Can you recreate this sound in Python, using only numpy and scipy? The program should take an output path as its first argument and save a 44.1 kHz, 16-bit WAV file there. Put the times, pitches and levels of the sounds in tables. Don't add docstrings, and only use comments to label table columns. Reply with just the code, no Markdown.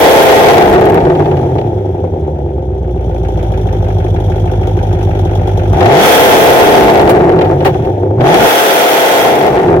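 import sys
import numpy as np
from scipy import signal
from scipy.io import wavfile
from scipy.ndimage import uniform_filter1d

SR = 44100
rng = np.random.default_rng(int(sys.argv[2]) if len(sys.argv) > 2 else 0)


def invert_db(x):
    u = np.asarray(x, float) / 20
    return 10 ** u


def log_audio(samples):
    frames = np.atleast_2d(samples).T
    limited = np.clip(frames, -1, 1)
    pcm = np.round(limited * 32767).astype(np.int16)
    wavfile.write(sys.argv[1], SR, pcm)


N = 432180


def unit(x, span_s=0.17):
    return x / np.sqrt(uniform_filter1d(x ** 2, int(span_s * SR), mode="reflect") + 1e-12)


def curves(table):
    time_s, *columns = np.transpose(table)
    return [np.interp(np.arange(N) / SR, time_s, column) for column in columns]


def law(x, table):
    return np.interp(x, *np.transpose(table))


def band(x, hz, width_hz):
    return signal.lfilter(*signal.iirpeak(hz, hz / width_hz, fs=SR), x)


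def modes(x, table):
    total = 0
    for k, (hz, width_hz, level_db) in enumerate(table):
        pole_width_hz = 1.68 * width_hz
        ring = band(band(x, hz, pole_width_hz), hz, pole_width_hz)
        total = total + (-1) ** k * invert_db(level_db) * ring
    return total


def edge(x, hz, kind, order=2):
    return signal.sosfilt(signal.butter(order, hz, kind, fs=SR, output="sos"), x)


def hiss():
    likeness = -0.27
    a, b = rng.standard_normal((2, N))
    return np.array([a, likeness * a + np.sqrt(1 - likeness ** 2) * b])


def buffet():
    gust = edge(edge(rng.standard_normal((2, N)), 100, "high"), 250, "low")
    _, gas_db = curves(ENGINE)
    return invert_db(-9 + 0.65 * gas_db) * unit(gust)


def scatter_back(x, fade_s, above_hz):
    t = np.arange(4000) / SR
    tails = rng.standard_normal((2, 4000)) * np.exp(-t / fade_s)
    tails /= np.sqrt(np.sum(tails ** 2, axis=1, keepdims=True))
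    return signal.oaconvolve(edge(x, above_hz, "high")[None], tails, axes=1)[:, :N]


# start_s, peak_db, treble_db, length_s
POPS = [(1.2416, -23, -58, 0.011), (1.5818, -15, -62, 0.01), (1.6122, -14, -62, 0.004),
        (5.7304, -30, -39, 0.0045), (5.8057, 0, -33, 0.0054), (6.8244, -6, -25, 0.0038),
        (7.0894, -8, -24, 0.027), (7.175, -28, -50, 0.012), (7.3163, -19, -55, 0.016),
        (7.3874, -6.5, -50, 0.0071), (7.4094, -9.5, -44, 0.017), (7.442, -18, -50, 0.023),
        (7.4744, -26, -56, 0.0062), (7.5138, -40, -58, 0.0037), (7.5822, -27, -60, .006),
        (7.6041, -13, -54, .008), (7.6465, -7, -31, 0.037), (7.7408, -19, -58, 0.0073),
        (7.7837, -36, -62, 0.0046), (7.8471, -20.5, -51, 0.011), (7.9544, -30, -54, .003),
        (8.2043, -11, -54, 0.014), (8.2894, -13, -34, 0.014), (8.3394, -0.5, -21, 0.011),
        (9.5594, -29, -42, .008), (9.6425, -20, -46, 0.011), (9.677, -18, -64, 0.018)]
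# first_s, last_s, first_db, last_db, treble_db
POP_RUNS = [
    (.540, .75, -12, -12, -29),
    (.808, .96, -12, -12, -30),
    (1.002, 1.39, -14, -17, -54),
    (5.855, 5.99, -10, -8, -29),
    (6.896, 7.04, -12, -11, -29),
    (9.351, 9.5, -10, -13, -29),
]


def pop_list():
    firing_hz, = curves(SPEED)
    cycle = np.cumsum(firing_hz) / SR / 8
    rows = list(POPS)
    for first_s, last_s, first_db, last_db, treble_db in POP_RUNS:
        start, end = cycle[int(first_s * SR)], cycle[int(last_s * SR)]
        for start_s in np.searchsorted(cycle, np.arange(start, end)) / SR:
            peak_db = np.interp(start_s, [first_s, last_s], [first_db, last_db])
            rows.append((start_s, peak_db, treble_db, 0.01))
    return rows


def pops():
    crack, sizzle = np.zeros(N), np.zeros(N)
    t = np.arange(3000) / SR
    for start_s, peak_db, treble_db, length_s in pop_list():
        i = int(start_s * SR)
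        shape = (1 - np.exp(-t / 0.0026)) * np.exp(-(t / length_s) ** 2)
        crack[i:i + 3000] += invert_db(peak_db) * shape
        sizzle[i:i + 3000] += invert_db(treble_db) * shape
    ring = modes(crack * rng.standard_normal(N), LOW_PIPES + HIGH_PIPES)
    snap = edge(edge(crack * hiss(), 1000, "high"), 3000, "low", order=4)
    return invert_db(30) * ring, invert_db(2.5) * snap + edge(sizzle * hiss(), 4600, "high")


def firings(firing_hz):
    turn = np.cumsum(firing_hz) / SR
    turn -= turn[int(4.358 * SR)]
    count = np.floor(turn).astype(int)
    at = np.flatnonzero(np.diff(count)) + 1
    return at, count[at] % 8, rng.standard_normal((N // 100, 3))[:len(at)].T


def train(at, size):
    out = np.zeros(N)
    np.add.at(out, np.clip(at, 0, N - 1).astype(int), size)
    return out


def puffs(clicks, fade_s):
    return signal.lfilter([1], [1, -np.exp(-1 / (fade_s * SR))], clicks)


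NEAR_DB = [0, -12, -1, -5, -12, -1, -10, -20]
FAR_DB = [-10, -3, -14, -14, -7, -14, 0, -5]
# centre_hz, width_hz, level_db
NEAR_TIP = [(3310, 320, 7.5), (4130, 270, -23), (5680, 740, -3.5), (6260, 2900, -20.5), (9980, 860, -15.5),
            (12600, 3600, -23)]
FAR_TIP = [(1403, 353, 11), (2390, 820, 3.5)]


def spit(at, level_db, tip, fade_s, steady):
    gusts = unit(puffs(train(at, invert_db(level_db)), fade_s)) + steady
    return modes(gusts * hiss(), tip)


def gas_spit(late, cylinder, chance, speed):
    near = spit(late, np.array(NEAR_DB)[cylinder] + 2.5 * chance[1], NEAR_TIP, .012, .45)
    far = spit(late, np.array(FAR_DB)[cylinder] + 3.0 * chance[0], FAR_TIP, .011, .5)
    jet = invert_db(-10.5) * speed ** 3 * edge(hiss(), 8500, "high")
    return unit(near + far) + jet


BARK_DB = [4, -1, 0, -1, 2, 2, -4, -3]
# centre_hz, width_hz, level_db
LOW_PIPES = [(240, 24, -13), (305, 40, -15), (370, 32, 0), (435, 45, -17), (512, 36, -7)]
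HIGH_PIPES = [(574, 47, -8.5), (661, 168, -14), (744, 51.7, -6.5), (872, 102, -9.5)]
ROAR = [(519, 248, -5), (1040, 67, -14)]


def pipe_tone(at, late, cylinder, imbalance, scatter, speed, gas_db):
    sharp = invert_db(np.array(BARK_DB)[cylinder] + 9.8 * scatter[1])
    bark = unit(train(late, (1 - .75 * speed[at]) * sharp + .5 * speed[at] * imbalance))
    flow = unit(puffs(train(late, sharp), 0.025)) + .8 + 3 * speed
    rush = (.3 + 2.2 * speed) * bark + unit(flow * rng.standard_normal(N))
    crisp = rush + .45 * bark
    opening = invert_db(9 + 0.37 * gas_db)
    pipe = modes(rush, LOW_PIPES) + opening * modes(crisp, HIGH_PIPES)
    roar = opening * speed ** 2 * modes(rush, ROAR)
    return unit(edge(pipe, 1012, "low", order=8) + roar)


# centre_hz, width_hz, level_db
SILENCER = [(55, 20, 2), (98, 12, 3)]
MID_PIPE = [(138.3, 31, -8)]
CROSSOVER = [(87, 16, 0), (163, 16, -9)]


def silencer_boom(arrive, imbalance, scatter, rough, firing_hz):
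    push = unit(train(arrive, invert_db(8 * scatter[0])))
    push = push + 1.3 * rough * rng.standard_normal(N)
    lift = invert_db(13.5 * np.clip(firing_hz / 60 - 1, 0, 1))
    even = unit(modes(push, SILENCER) + lift * modes(push, MID_PIPE))
    lope = unit(modes(train(arrive, imbalance), CROSSOVER))
    lope_gain = .75 * np.minimum(52 / firing_hz, 1) ** 1.5 + 2 * rough ** 2
    return unit(even + lope_gain * lope)


# time_s, exhaust_pressure_db, gas_flow_db
ENGINE = [(0, 1, -12), (.5, 0.5, -15), (.95, -4, -37), (1.4, -13.5, -38.5), (1.75, -17.5, -44.5),
          (2.7, -21.5, -50), (3.4, -20, -38), (5.68, -17.5, -34), (5.9, 0.5, -19.5), (6.05, -2, -8),
          (6.8, -0.5, -16), (7.3, -4.5, -40.5), (7.75, -16, -36), (8.17, -13.5, -50), (8.26, -2.5, -19.5),
          (8.5, -3.5, -9.5), (9.2, -2, -12.5), (9.8, -6, -41.5)]
# time_s, firing_rate_hz
SPEED = [(0, 275), (.9, 178), (1.9, 90.2), (2.38, 70), (2.86, 61), (3.9, 50.1), (4.6, 51.4), (5.05, 49.5),
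         (5.69, 49.6), (5.92, 138), (6.1, 260), (6.25, 288), (7.95, 98), (8.1, 102), (8.25, 135),
         (8.58, 320), (8.9, 300), (9.8, 148)]
# firing_rate_hz, silencer_boom_db
BOOM_LAW = [(50, -9.5), (66, -16), (95, -16), (140, -12), (200, -12.5), (260, -24.5), (320, -32)]
# firing_rate_hz, roughness (0-1)
ROUGH_LAW = [(55, .09), (90, .3), (140, .52), (220, .32)]
IMBALANCE = [1, .8, -.35, -4.4, -.5, 2.9, -1.2, 1.75]


def engine():
    firing_hz, = curves(SPEED)
    pipe_db, gas_db = curves(ENGINE)
    speed = np.clip(firing_hz / 250, 0, 1)
    gain_hz_per_s = np.gradient(uniform_filter1d(firing_hz, int(.06 * SR))) * SR
    pull = np.clip(gain_hz_per_s / 380, 0, 1)
    boom_db = law(firing_hz, BOOM_LAW) + 9 * pull * np.clip((149 - firing_hz) / 40, 0, 1)
    rough = law(firing_hz, ROUGH_LAW) * (1 - .6 * pull)
    at, cylinder, chance = firings(firing_hz)
    scatter = rough[at] * chance
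    late = at + .5 * rough[at] * scatter[2] * SR / firing_hz[at]
    arrive = late + .0072 * SR
    imbalance = np.array(IMBALANCE)[cylinder] * (1 + .9 * scatter[1])
    boom = silencer_boom(arrive, imbalance, scatter, rough, firing_hz)
    pipe = pipe_tone(at, late, cylinder, imbalance, scatter, speed, gas_db)
    gas = gas_spit(late, cylinder, chance, speed)
    return invert_db(boom_db) * boom, invert_db(pipe_db) * pipe, invert_db(gas_db) * gas


def scene():
    boom, pipe, gas = engine()
    ring, crackle = pops()
    pipe = pipe + ring
    pipe = pipe + .7 * band(pipe, 772, 110) + .3 * band(pipe, 522, 72)
    pipe = pipe - .5 * band(pipe, 830, 120) - .3 * band(pipe, 690, 60) + .4 * band(pipe, 570, 110)
    near = pipe + .35 * band(pipe, 685, 720)
    far = pipe - 1.5 * band(pipe, 920, 520)
    blur = scatter_back(pipe, fade_s=.004, above_hz=449)
    bright = gas + crackle
    bright[0] += .5 * band(bright[0], 610, 560)
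    boom = boom * invert_db([[-.4], [.4]])
    return boom + np.array([near, far]) + invert_db(-2) * blur + bright + buffet()


def roll_off(x):
    return signal.sosfilt(signal.butter(12, 16750, fs=SR, output="sos"), x)


# start_s, end_s, depth (0-1)
DUCKS = [
    (0, 0.846, 0),
    (5.954, 6.205, 0.07),
    (6.215, 7.14, 0),
    (8.486, 9.191, 0.97),
    (9.194, 9.66, 0.3),
]


def record(dry):
    t = np.arange(N) / SR
    depths = sum(depth * ((t > start_s) & (t <= end_s)) for start_s, end_s, depth in DUCKS)
    duck = uniform_filter1d(depths, int(0.035 * SR))
    ceiling = invert_db(-1.7 - 1.5 * duck)
    knee = 3
    x = dry / (1 + np.abs(dry / ceiling) ** knee) ** (1 / knee)
    bass_gain = invert_db(np.minimum(-23.5 * duck, 0))
    x = x - (1 - bass_gain) * edge(x, 370, "low", order=1)
    x = x + 1.8 * band(x, 13500, 7000)
    x = edge(x, 45, "high")
    x = x / (1 + np.abs(x) ** 8) ** (1 / 8)
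    x = signal.sosfilt(signal.ellip(10, .2, 70, 15900, fs=SR, output="sos"), x)
    x = np.clip(1.05 * x, -1, 1)
    return roll_off(x)


dry = scene()
out = record(dry)
log_audio(out)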